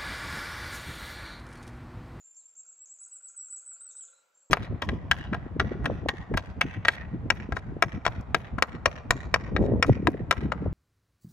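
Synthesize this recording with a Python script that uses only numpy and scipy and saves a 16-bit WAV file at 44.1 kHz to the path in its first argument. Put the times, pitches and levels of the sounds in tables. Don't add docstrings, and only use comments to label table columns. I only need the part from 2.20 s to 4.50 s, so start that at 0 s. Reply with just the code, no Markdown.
import sys
import numpy as np
from scipy import signal
from scipy.fft import rfft, irfft
from scipy.io import wavfile
from scipy.ndimage import uniform_filter1d

SR = 44100
rng = np.random.default_rng(int(sys.argv[2]) if len(sys.argv) > 2 else 0)


def persist_wave(psi):
    counts = np.round(np.clip(psi, -1, 1) * 32767).astype(np.int16)
    wavfile.write(sys.argv[1], SR, np.atleast_2d(counts).T)


N = 101429


def amp(db):
    return 10 ** (np.asarray(db) / 20)


def unit(x):
    return x / np.sqrt(np.mean(x ** 2) + 1e-20)


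def log_interp(points, hz):
    points_hz, values = np.transpose(points)
    return np.interp(np.log(hz + 1), np.log(points_hz + 1), values)


def add(mix, start_s, sound):
    at = round(start_s * SR)
    sound = sound[max(-at, 0):]
    part = mix[max(at, 0):][:len(sound)]
    part += sound[:len(part)]


def wander(size, rate_hz):
    span = max(size, 8192)
    hz = np.fft.rfftfreq(span, 1 / SR)
    spectrum = rfft(rng.standard_normal(span)) * np.exp(-(hz / rate_hz) ** 2)
    return unit(irfft(spectrum, span))[:size]


def scatter(x, t60_s, echoes_per_s):
    t = np.arange(SR) / SR
    signs = rng.choice([-1., 1.], SR)
    taps = signs * (rng.random(SR) < echoes_per_s / SR) * amp(-60 * t / t60_s)
    return signal.fftconvolve(x, taps / (np.linalg.norm(taps) + 1e-12))[:N]


def air(spectrum, coherence, patch_db):
    hz = np.fft.rfftfreq(1024, 1 / SR)
    re, im, other_re, other_im, patches = rng.standard_normal((N // 256 + 5, len(hz), 5)).T
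    patches = uniform_filter1d(patches, size=8, axis=0)
    patches = unit(uniform_filter1d(patches, size=16, axis=1))
    shared = np.clip(log_interp(coherence, hz), 0, 1)[:, None]
    left = re + 1j * im
    right = shared * left + np.sqrt(1 - shared ** 2) * (other_re + 1j * other_im)
    gain = amp(log_interp(spectrum, hz)[:, None] + patch_db * patches)
    _, noise = signal.istft(np.array([left, right]) * gain, nperseg=1024, noverlap=768)
    return unit(noise[:, :N])


# f/Hz, relative density/dB
HUSH_SPECTRUM = [(15, -54.5), (25, -33.5), (132, -23.5), (313, -18), (510, -6.5), (557, -6), (812, -10.5),
                 (948, -7.5), (1080, -11), (1350, -3.5), (1890, -15), (2630, -10.5), (3140, -16),
                 (4680, -18.5), (5000, -16), (6500, -53.5), (11000, -120)]
# f/Hz, coherence/0-1
HUSH_COHERENCE = [(60, 0.36), (150, 0.48), (300, 0.59), (550, 0.5), (1000, 0.35), (2000, 0.17),
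                  (4200, 0.41)]
# t/s, gain/dB
HUSH_SWELL = [(0, -.5), (.7, 0), (1.3, 2.5), (1.7, 3.5), (2.05, 3), (2.3, -1)]


def hush():
    swell_db = np.interp(np.arange(N) / SR, *np.transpose(HUSH_SWELL))
    return amp(-78.5 + swell_db) * air(HUSH_SPECTRUM, HUSH_COHERENCE, patch_db=1.1)


# f/Hz, relative density/dB
HISS_SPECTRUM = [(2500, -23), (5000, -6), (7000, 5), (9500, -19.5), (12000, -11.5), (15500, -16)]


def hiss():
    return amp(-80.5) * air(HISS_SPECTRUM, coherence=[(4000, .99), (10000, .9)], patch_db=3.5)


# t/s, f/Hz, level/dB
MOAN_CONTOUR = [(0, 430, -110), (1.5, 410, -105), (1.622, 430, -85.5), (1.82, 490, -84), (1.92, 540, -73.5),
                (2.051, 550, -84.5), (2.159, 540, -93), (2.28, 540, -79.5)]


def moan(width_hz=45):
    knots_s, hz, level_db = np.transpose(MOAN_CONTOUR)
    t = np.arange(N) / SR
    phase = 2 * np.pi * np.cumsum(np.interp(t, knots_s, hz)) / SR
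    sides = [wander(N, width_hz) * np.cos(phase) + wander(N, width_hz) * np.sin(phase) for _ in range(2)]
    return amp(np.interp(t, knots_s, level_db)) * np.array(sides)


# f/Hz, relative level/dB, t60/s
TRUNK_MODES = [(1160, -20.5, 0.06), (1379.3, -0.5, 0.063), (1499, -9.5, 0.077), (2080, -14.5, .025),
               (2490, -18, 0.05)]


def blow(rise_s=.0035):
    t = np.arange(SR // 8) / SR
    ring = np.zeros(len(t))
    for hz, level_db, t60_s in TRUNK_MODES:
        detuned_hz = hz * (1 + .0025 * rng.standard_normal())
        ring += amp(level_db - 60 * t / t60_s) * np.sin(2 * np.pi * detuned_hz * t)
    return (1 - np.exp(-t / rise_s)) * ring


# t/s, relative level/dB
BEAK_BLOWS = [(.297, -86.5), (0.348, -73), (.398, -73), (.450, -64), (0.502, -68), (0.807, -64.5),
              (0.862, -61.5), (0.909, -64.5), (0.955, -61), (1.004, -59), (1.051, -65), (1.094, -60.5),
              (1.141, -59.5), (1.189, -60.5), (1.234, -63.5), (1.28, -59.5), (1.328, -56.5), (1.374, -60),
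              (1.421, -61.5), (1.468, -61), (1.514, -55.5), (1.56, -56), (1.607, -58.5), (1.654, -56.5),
              (1.697, -63.5), (1.746, -57), (1.791, -62), (1.835, -58), (1.882, -57.5), (1.927, -55.5),
              (1.978, -61.5)]


def drumming(left_db=2.5, right_db=-1.5):
    blows = np.zeros(N)
    for start_s, level_db in BEAK_BLOWS:
        add(blows, start_s, amp(level_db) * blow())
    early = blows + amp(-5.5) * scatter(blows, .15, 1500)
    tails = np.array([scatter(blows, 1.0, 2500), scatter(blows, .35, 3100)])
    return amp([[left_db], [right_db]]) * (early + amp(-3.5) * tails)


def whistle(hz, quaver_hz=75.5):
    quavering_hz = hz + quaver_hz * wander(len(hz), rate_hz=267)
    return np.sqrt(2) * np.sin(2 * np.pi * np.cumsum(quavering_hz) / SR)


# t/s, length/s, first f/Hz, last f/Hz, level/dB
TWITTER_NOTES = [(0.142, 0.0086, 6300, 5000, -72), (0.162, 0.083, 4900, 3500, -81.5),
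                 (0.204, 0.019, 7960, 7950, -62), (0.283, 0.015, 4710, 6040, -79.5),
                 (0.396, 0.019, 6930, 6540, -58), (0.421, 0.017, 5630, 5060, -85.5),
                 (0.521, 0.018, 7230, 6650, -56.5), (0.53, 0.0084, 5700, 7270, -76),
                 (0.577, 0.0078, 5570, 7580, -70.5), (0.68, 0.013, 5840, 6540, -65.5),
                 (0.75, 0.017, 7940, 8220, -62), (0.859, 0.043, 8340, 8150, -62),
                 (0.882, 0.02, 4690, 5370, -79.5), (0.917, 0.017, 2640, 2950, -77),
                 (0.924, 0.018, 4630, 5320, -79.5), (0.953, .022, 4800, 5260, -82.5),
                 (1.01, 0.019, 4650, 5570, -88), (1.066, 0.019, 5020, 4190, -80.5),
                 (1.19, 0.032, 5750, 5760, -67), (1.198, 0.014, 5200, 4770, -72.5),
                 (1.286, 0.018, 8520, 8300, -61), (1.305, 0.027, 5020, 4240, -80.5),
                 (1.413, 0.011, 4600, 4900, -78), (1.438, 0.052, 8800, 8400, -63),
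                 (1.555, 0.022, 3900, 4420, -81.5), (1.571, 0.014, 4720, 4630, -75.5),
                 (1.608, 0.011, 3840, 3820, -72.5), (1.653, 0.018, 5970, 5120, -76.5),
                 (1.682, 0.0098, 4320, 4380, -69.5), (1.701, 0.019, 4020, 3640, -68),
                 (1.728, 0.01, 5260, 6530, -62.5), (1.729, .011, 3720, 3920, -77),
                 (1.767, 0.01, 5900, 4780, -67.5), (1.770, 0.0088, 3570, 4230, -67.5),
                 (1.801, 0.009, 4380, 3310, -75), (1.802, 0.018, 3070, 3200, -70.5),
                 (1.834, 0.0084, 2420, 4460, -68.5), (1.872, 0.021, 4510, 2770, -69.5)]


def twitters():
    out = np.zeros(N)
    for start_s, length_s, first_hz, last_hz, level_db in TWITTER_NOTES:
        u = np.arange(0, length_s, 1 / SR) / length_s
        hz = first_hz + (last_hz - first_hz) * u
        add(out, start_s, amp(level_db) * np.sin(np.pi * u) * whistle(hz))
    return out


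# t/s, relative level/dB
FLICK_NOTES = [(.164, -52), (.351, -55.5), (0.381, -55.5), (0.461, -55), (0.655, -49), (.680, -56.5),
               (0.699, -60), (0.784, -52.5), (0.835, -49), (1.083, -49), (1.282, -55), (1.365, -48.5),
               (1.710, -51), (1.847, -49)]


def flicks(length_s=.0085, first_hz=5040, last_hz=8100, swell_db=7):
    u = np.arange(0, length_s, 1 / SR) / length_s
    hz = first_hz + (last_hz - first_hz) * u ** .75
    envelope = amp(swell_db * (u - 1)) * np.sin(np.pi * u) ** 2
    out = np.zeros(N)
    for start_s, level_db in FLICK_NOTES:
        add(out, start_s, amp(level_db) * envelope * whistle(hz))
    return out


def chirps(notes, attack_s=.015, release_s=.009, droop_db=-5, quaver_hz_per_s=900):
    out = np.zeros(N)
    for start_s, length_s, first_hz, knee_hz, last_hz, knee_at, level_db in notes:
        t = np.arange(0, length_s, 1 / SR)
        u = t / length_s
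        knee_at = np.clip(knee_at, .05, .95)
        before = np.maximum(1 - u / knee_at, 0)
        after = np.maximum((u - knee_at) / (1 - knee_at), 0)
        hz = knee_hz + (first_hz - knee_hz) * before ** 2 + (last_hz - knee_hz) * after ** 1.7
        attack = np.sin(np.pi / 2 * np.minimum(t / attack_s, 1))
        release = np.sin(np.pi / 2 * np.minimum((length_s - t) / release_s, 1))
        envelope = attack * release * amp(level_db + droop_db * after)
        add(out, start_s, envelope * whistle(hz, quaver_hz_per_s * length_s))
    return out


# t/s, length/s, first f/Hz, knee f/Hz, last f/Hz, knee position/0-1, relative level/dB
NEAR_BIRD = [(-.03, 0.069, 7200, 7150, 6650, 0.29, -61), (0.036, 0.1, 7310, 7352, 7210, 0.07, -55),
             (0.153, 0.055, 7350, 7397, 7350, 0.73, -53), (0.248, 0.041, 7237, 7425, 7550, 0.67, -55),
             (.360, 0.058, 7100, 7616, 7370, .55, -50), (0.467, 0.068, 7296, 7627, 7750, 0.61, -52.5),
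             (.582, 0.074, 7416, 7726, 7346, .55, -52), (0.685, 0.073, 7205, 7780, 6860, 0.49, -51.5),
             (0.79, 0.082, 7537, 7925, 7486, 0.55, -51), (0.908, .070, 7440, 7956, 6990, 0.37, -48),
             (1.025, 0.069, 7414, 7990, 6900, 0.46, -47.5), (1.158, .106, 7900, 7955, 7337, 0.02, -44),
             (1.296, 0.097, 7870, 7962, 7365, 0.27, -44), (1.454, 0.099, 7970, 7966, 7180, 0.13, -46),
             (1.598, 0.12, 7955, 8106, 7196, .25, -47.5), (1.749, 0.09, 7817, 7987, 6904, .32, -45.5)]
LOW_NOTE = [(1.918, .11, 3880, 4000, 3930, .4, -73)]
FAR_BIRD = [(2.143, 0.059, 7390, 7400, 7340, 0.62, -66), (2.200, 0.047, 7910, 7720, 7600, 0.26, -65.5),
            (2.223, 0.011, 7100, 7410, 7900, 0.38, -56.5), (2.280, 0.051, 7430, 7650, 7800, 0.48, -68.5)]
BRANCH_DELAYS_S = [.0038, .0079, .0103, .0137, .0212, .0232]


def birds(trees_t60_s=.49, foliage_t60_s=.24, branches_t60_s=.27, width=.12):
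    sweeps = flicks()
    soft = twitters() + amp(-2.5) * chirps(LOW_NOTE)
    song = chirps(NEAR_BIRD) + chirps(FAR_BIRD)
    song += amp(1) * sweeps + scatter(sweeps, foliage_t60_s, 2000)
    mid = song + amp(-2.5) * scatter(song, trees_t60_s, 2500)
    mid += amp(-13) * scatter(song, foliage_t60_s, 2500)
    for delay_s in BRANCH_DELAYS_S:
        add(mid, delay_s, amp(-8.5 - 60 * delay_s / branches_t60_s) * song)
    mid += soft + amp(-4) * scatter(soft, .3, 2000)
    side = width * scatter(song + soft, .087, 1500)
    return np.array([mid + side, mid - side])


def scene():
    return hush() + hiss() + birds() + drumming() + moan()


def record(dry):
    lowpass = signal.firwin(511, 15750, window=("kaiser", 9), fs=SR)
    return signal.oaconvolve(dry, lowpass[None], "same")


dry = scene()
out = record(dry)
persist_wave(out)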